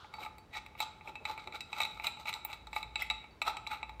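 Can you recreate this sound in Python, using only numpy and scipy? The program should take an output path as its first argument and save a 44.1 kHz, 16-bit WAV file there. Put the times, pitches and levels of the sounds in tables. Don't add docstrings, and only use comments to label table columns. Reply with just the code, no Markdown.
import sys
import numpy as np
from scipy import signal
from scipy.fft import rfft, irfft
from scipy.io import wavfile

SR = 44100
rng = np.random.default_rng(int(sys.argv[2]) if len(sys.argv) > 2 else 0)


def dump_mix(stems):
    frames = np.atleast_2d(stems).T
    limited = np.clip(frames, -1, 1)
    pcm = np.round(limited * 32767).astype(np.int16)
    wavfile.write(sys.argv[1], SR, pcm)


N = 176400
CHOKE_S, CHOKE_HZ = .0045, 2570


def amp(db):
    return 10 ** (np.asarray(db) / 20)


def unit(x):
    return x / np.sqrt(np.mean(x ** 2) + 1e-20)


def read(points, hz):
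    f, value = np.transpose(points)
    return np.interp(np.log(hz + 1), np.log(f + 1), value)


def add(mix, s, sound):
    at = round(s * SR)
    sound = sound[max(-at, 0):]
    part = mix[max(at, 0):][:len(sound)]
    part += sound[:len(part)]


def noise(spectrum, size):
    gain = amp(read(spectrum, np.fft.rfftfreq(size, 1 / SR)))
    return unit(irfft(rfft(rng.standard_normal(size)) * gain, size))


def filt(x, hz, kind, order=3):
    return signal.sosfilt(signal.butter(order, hz, kind, fs=SR, output="sos"), x)


def swell(t, rise, fall):
    return np.exp(-np.where(t < 0, -t / rise, t / fall) ** 1.38)


def cap(clatter_db, ring_on_db, pressed):
    # (frequency [Hz], relative level [dB], share that rings on [dB], its t60 [s],
    # change when the rim is pressed [dB])
    cap_modes = [(737, -12, -22, .25, -1), (848, -9, -22, .3, 4), (868, 1, -16, .38, 1),
                 (1205, -9, -18, .3, -1), (1303, -12, -13, .3, 0), (1955, -17, -14, .35, 2),
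                 (2160, -6, -26, .35, 2), (2265, 0, -27, .3, 0), (2420, -3, -30, .25, -2),
                 (2600, -2, -13, .37, -5), (3600, -15, -15, .4, 3), (3840, -4, -17, .3, -3),
                 (3888, -1, -16, .3, -1), (3998, -7, -23, .35, 1), (7628, -13, -15, .2, -9),
                 (10810, -31, -13, .2, -6)]
    # (frequency [Hz], relative level [dB])
    clatter_spectrum = [(200, -37), (480, -14), (820, 5.5), (1020, -31), (1300, 18.5), (1720, -54),
                        (2150, 0.5), (2680, 4.5), (2950, -3.5), (3900, -1), (4350, -4.5), (5200, -10),
                        (6800, -14.5), (7850, -14), (9200, -20.5), (10200, -35.5), (11900, -28.5),
                        (13500, -18), (16000, -37.5)]
    t = np.arange(SR // 2) / SR
    hz, db, share_db, t60, pressed_db = np.transpose(cap_modes)[:, :, None]
    choked = np.exp(-t / CHOKE_S * (hz / CHOKE_HZ) ** .51)
    free = amp(share_db + ring_on_db - 60 * t / t60)
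    strength = amp(db + pressed * pressed_db + 2 * rng.standard_normal(hz.shape))
    tones = np.sin(2 * np.pi * (hz * t + rng.random(hz.shape)))
    modes = (strength * (choked + free) * tones).sum(0)
    clatter = noise(clatter_spectrum, len(t)) * np.exp(-t / .004)
    attack = 1 - np.exp(-(t / .0009) ** 2)
    return (unit(modes) + amp(clatter_db) * unit(clatter)) * attack


def voiced(x, levels_db, window=slice(None)):
    body = filt(x, 1700, "low", order=5)
    clang = filt(x, (1700, 3100), "band")
    ring = filt(x, (3100, 9800), "band")
    sizzle = filt(x, 9800, "high", order=6)
    bands = body, clang, ring, sizzle
    return sum(amp(db) * band / np.std(band[window]) for db, band in zip(levels_db, bands))


def knocks():
    # (time [s], body [dB], clang [dB], ring [dB], sizzle [dB])
    contacts = [(.044, -52.5, -61, -76, -88), (.1381, -47, -48.5, -53.5, -69.5),
                (.1835, -45, -62, -72, -81), (.248, -49, -54, -74, -78), (.2608, -42.5, -51.5, -61, -70),
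                (0.382, -57.5, -58, -61, -66), (0.662, -55, -49, -57, -71), (0.7508, -55, -57, -81, -85),
                (0.8026, -36.5, -35, -37.5, -45.5), (1.009, -54.5, -55, -73, -93),
                (1.0736, -51, -44.5, -67, -71), (1.154, -49.5, -45, -53, -76),
                (1.2523, -43.5, -35, -40, -70), (1.3765, -47, -45, -55, -69), (1.4726, -46, -46, -48, -73),
                (1.523, -54, -48, -53.5, -82), (1.6059, -57, -41.5, -40.5, -64),
                (1.728, -43.5, -37, -43, -87), (1.783, -41.5, -45, -46, -61),
                (1.8028, -37.5, -29.5, -36, -53), (1.816, -53, -37.5, -35.5, -54),
                (1.8327, -49, -40, -34, -70), (1.85, -50, -36.5, -40, -56.5),
                (1.9969, -46, -41.5, -55, -83), (2.0678, -68, -54, -30.5, -48.5),
                (2.17, -52, -56.5, -62, -78), (2.2548, -44.5, -43.5, -48, -75),
                (2.2804, -46.5, -40, -54, -69), (2.3276, -52, -40, -44, -64), (2.338, -56, -44, -39.5, -59),
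                (2.4491, -45, -45, -48.5, -55), (2.516, -56, -54, -53, -85),
                (2.5285, -49.5, -40.5, -42.5, -69), (2.6699, -50.5, -56, -50.5, -72),
                (2.7292, -45.5, -42.5, -49.5, -74), (2.7619, -34.5, -36.5, -40.5, -56),
                (2.828, -50, -42, -43, -68), (2.956, -44.5, -32, -34.5, -80),
                (3.0205, -46, -43, -61, -50.5), (3.1, -43, -30.5, -33, -59), (3.109, -41, -52, -38, -70),
                (3.241, -54, -54, -63.5, -83), (3.4163, -38.5, -30.5, -36.5, -61),
                (3.423, -40, -56, -40, -60), (3.568, -43, -41, -45.5, -70), (3.6658, -55, -41.5, -62, -74),
                (3.671, -45, -54, -40, -66), (3.8285, -41.5, -39, -45, -90),
                (3.8929, -46.5, -51.5, -53.5, -74), (3.997, -53, -39.5, -54.5, -62)]
    out = np.zeros(N)
    for s, *levels in contacts:
        knock = cap(clatter_db=-12, ring_on_db=-8.5, pressed=False)
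        add(out, s, voiced(knock, levels, window=slice(0, SR // 100)))
    return out


def slips(size, per_s, spread_db):
    slipping = rng.random(size) < per_s / SR
    strength = amp(spread_db * np.minimum(rng.exponential(1, size), 3))
    return slipping * strength * rng.choice([-1, 1], size)


def scrapes():
    # (peak time [s], rise [s], fall [s], body [dB], clang [dB], ring [dB], sizzle [dB])
    bursts = [(0.155, 0.029, 0.063, -47, -59, -57, -84.0), (0.215, 0.01, 0.033, -38.5, -42.5, -48, -61),
              (0.248, 0.049, 0.02, -41, -64, -45.5, -66), (0.545, 0.0093, 0.012, -59, -40.5, -45, -64),
              (0.577, 0.024, 0.01, -35.5, -37.5, -38, -63.5), (0.797, 0.011, 0.0047, -64, -43, -46, -56),
              (0.825, 0.016, 0.014, -32, -50, -32.5, -58), (1.095, 0.031, 0.016, -38.5, -51.5, -50, -69),
              (1.308, 0.035, 0.023, -33, -45, -41, -61), (1.395, 0.0096, 0.05, -45, -49.5, -47.5, -77),
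              (1.553, 0.011, 0.018, -37, -39.5, -39, -62), (1.808, 0.05, 0.039, -33.5, -39.5, -38.5, -58),
              (1.895, 0.07, 0.36, -53, -73, -55.5, -74), (1.975, .004, 0.0088, -40, -51, -52, -76),
              (2.045, 0.0067, 0.03, -41, -40, -37, -51.5), (2.075, 0.033, 0.012, -34, -33, -49, -53),
              (2.204, 0.0099, 0.026, -42.5, -53, -46.5, -67),
              (2.293, 0.018, 0.013, -35.5, -32.5, -34, -50.5), (2.352, 0.013, 0.03, -38.5, -57, -46, -66),
              (2.505, 0.03, 0.045, -44.5, -47, -54, -64), (2.541, 0.008, 0.0087, -43, -55, -49.5, -62),
              (2.767, 0.024, 0.036, -65, -45.5, -43, -57), (3.014, 0.03, 0.035, -41.5, -39, -41.5, -65),
              (3.482, 0.014, 0.02, -23, -35, -31, -51), (3.72, 0.015, 0.034, -32, -37.5, -40, -58.5)]
    band_trim_db = (-7.5, -4.5, -7, -4)
    out, t = np.zeros(N), np.arange(-SR // 4, SR // 4) / SR
    for s, rise, fall, *levels in bursts:
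        pressure = swell(t, rise, fall)
        scrape = 0
        for _ in range(3):
            force = slips(len(t), per_s=300, spread_db=4) * pressure
            scrape += signal.fftconvolve(force, cap(clatter_db=-4, ring_on_db=-14, pressed=True))
        scrape = voiced(scrape, np.add(levels, band_trim_db), window=slice(0, len(t)))
        add(out, s + t[0] - CHOKE_S, scrape * np.sqrt(np.mean(pressure ** 2)))
    return out


def rings():
    # (time [s], wait for the hand [s], relative level of low, middle, high note [dB])
    releases = [(1.154, .05, -48, -59, -66), (1.6061, .05, -53, -44, -59), (2.956, .043, -38, -47, -53),
                (3.1005, .2, -43, -39, -52)]
    # (frequency [Hz], its twin [Hz], t60 [s])
    singing_modes = [(2602, 2580, .36), (3842, 3884, .18), (7628, 7652, .14)]
    twin_db, grip_s = -9, .008
    out, t = np.zeros(N), np.arange(SR // 3) / SR
    for s, wait, *levels in releases:
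        envelope = (1 - np.exp(-t / CHOKE_S)) * np.exp(-np.maximum(t - wait, 0) / grip_s)
        for db, (hz, twin_hz, t60) in zip(levels, singing_modes):
            pair = np.sin(2 * np.pi * hz * t) + amp(twin_db) * np.sin(2 * np.pi * twin_hz * t)
            add(out, s, amp(db - 60 * t / t60) * envelope * pair)
    return out


def squeaks():
    # (peak time [s], pitch [Hz], level [dB], rise [s], fall [s])
    bolt_squeaks = [(.56, 1950, -48, .02, .015), (2.4503, 14720, -31, .001, .0028),
                    (3.0225, 14500, -47, .001, .004), (3.022, 2120, -29, .002, .004),
                    (3.012, 3290, -48, .006, .02), (3.017, 5300, -54, .01, .012)]
    width = .04
    out, t = np.zeros(N), np.arange(-SR // 10, SR // 10) / SR
    for s, hz, db, rise, fall in bolt_squeaks:
        waver = unit(filt(rng.standard_normal(len(t)), hz * width, "low", order=2))
        pitch = hz * (1 + width / 2 * waver)
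        tone = unit(np.sin(2 * np.pi * np.cumsum(pitch) / SR))
        add(out, s + t[0], amp(db) * tone * swell(t, rise, fall))
    return out


def pings():
    # (time [s], level [dB])
    bolt_pings = [(.139, -51), (.382, -61), (3.308, -64)]
    hz, t60 = 4530, .13
    out, t = np.zeros(N), np.arange(SR // 4) / SR
    for s, db in bolt_pings:
        add(out, s, amp(db - 60 * t / t60) * np.sin(2 * np.pi * hz * t))
    return out


def rubs():
    # (peak time [s], level [dB])
    hand_rubs = [(.215, -52), (1.091, -52.5), (1.223, -54), (1.303, -52), (1.479, -51.5), (1.551, -55)]
    out, t = np.zeros(N), np.arange(-SR // 10, SR // 10) / SR
    for s, db in hand_rubs:
        friction = unit(filt(rng.standard_normal(len(t)), (314, 720), "band", order=2))
        add(out, s + t[0], amp(db) * friction * swell(t, rise=.015, fall=.014))
    return out


def slides():
    # (peak time [s], rise [s], fall [s], level [dB])
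    strokes = [(0.019, 0.16, 0.083, -56), (0.861, 0.079, 0.066, -58)]
    # (frequency [Hz], relative level [dB])
    hiss_spectrum = [(300, -25), (1400, 10), (2000, -19), (3500, 0.5), (5000, -10.5), (16000, -48)]
    out, t = np.zeros(N), np.arange(-SR // 3, SR // 3) / SR
    for s, rise, fall, db in strokes:
        add(out, s + t[0], amp(db) * noise(hiss_spectrum, len(t)) * swell(t, rise, fall))
    return out


def garage(direct):
    # (frequency [Hz], t60 [s])
    room_decay = [(200, 0.92), (900, 0.58), (4000, 0.48), (8000, 0.41), (15000, 0.087)]
    tail_db, echo_db, echo_span_s, build_up_s = -13, -13, .013, .019
    hz, t, spectra = signal.stft(rng.standard_normal(SR), SR, nperseg=256)
    envelope = amp(-60 * t / read(room_decay, hz)[:, None]) * np.minimum(t / build_up_s, 1)
    tail = signal.istft(spectra * envelope, SR, nperseg=256)[1]
    echoes = np.zeros(len(tail))
    echoes[(SR * echo_span_s * rng.uniform(.2, 1, size=8)).astype(int)] = rng.choice([-1, 1], size=8)
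    answer = amp(tail_db) * tail / np.linalg.norm(tail) + amp(echo_db) * echoes / np.linalg.norm(echoes)
    return direct + signal.fftconvolve(direct, answer)[:N]


def outdoors():
    # (frequency [Hz], relative level [dB])
    rumble_spectrum = [(20, -43), (32, -8), (48, -5.5), (75, 0.5), (130, -5.5), (500, -14), (1000, -16.5),
                       (2000, -26.5), (4000, -31), (8000, -41), (15000, -46)]
    # (time [s], level [dB])
    drone_levels = [(0, -73.5), (2.3, -70.5), (2.65, -59), (2.9, -55), (3.15, -62), (4, -56)]
    drone_hz, width_hz = 55.5, 4.3
    band_hz = (drone_hz - width_hz / 2, drone_hz + width_hz / 2)
    drone = unit(filt(rng.standard_normal(N), band_hz, "band", order=2))
    drone_db = np.interp(np.arange(N) / SR, *np.transpose(drone_levels))
    return amp(-60) * noise(rumble_spectrum, N) + amp(drone_db) * drone


def scene():
    hubcap = knocks() + rings() + scrapes() + squeaks() + pings() + rubs() + slides()
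    return (garage(hubcap) + outdoors())[None]


def record(dry):
    band_limit = signal.firwin(255, 16000, window=("kaiser", 9), fs=SR)
    return signal.oaconvolve(filt(dry, 36, "high", order=5), band_limit[None], "same")


dry = scene()
out = record(dry)
dump_mix(out)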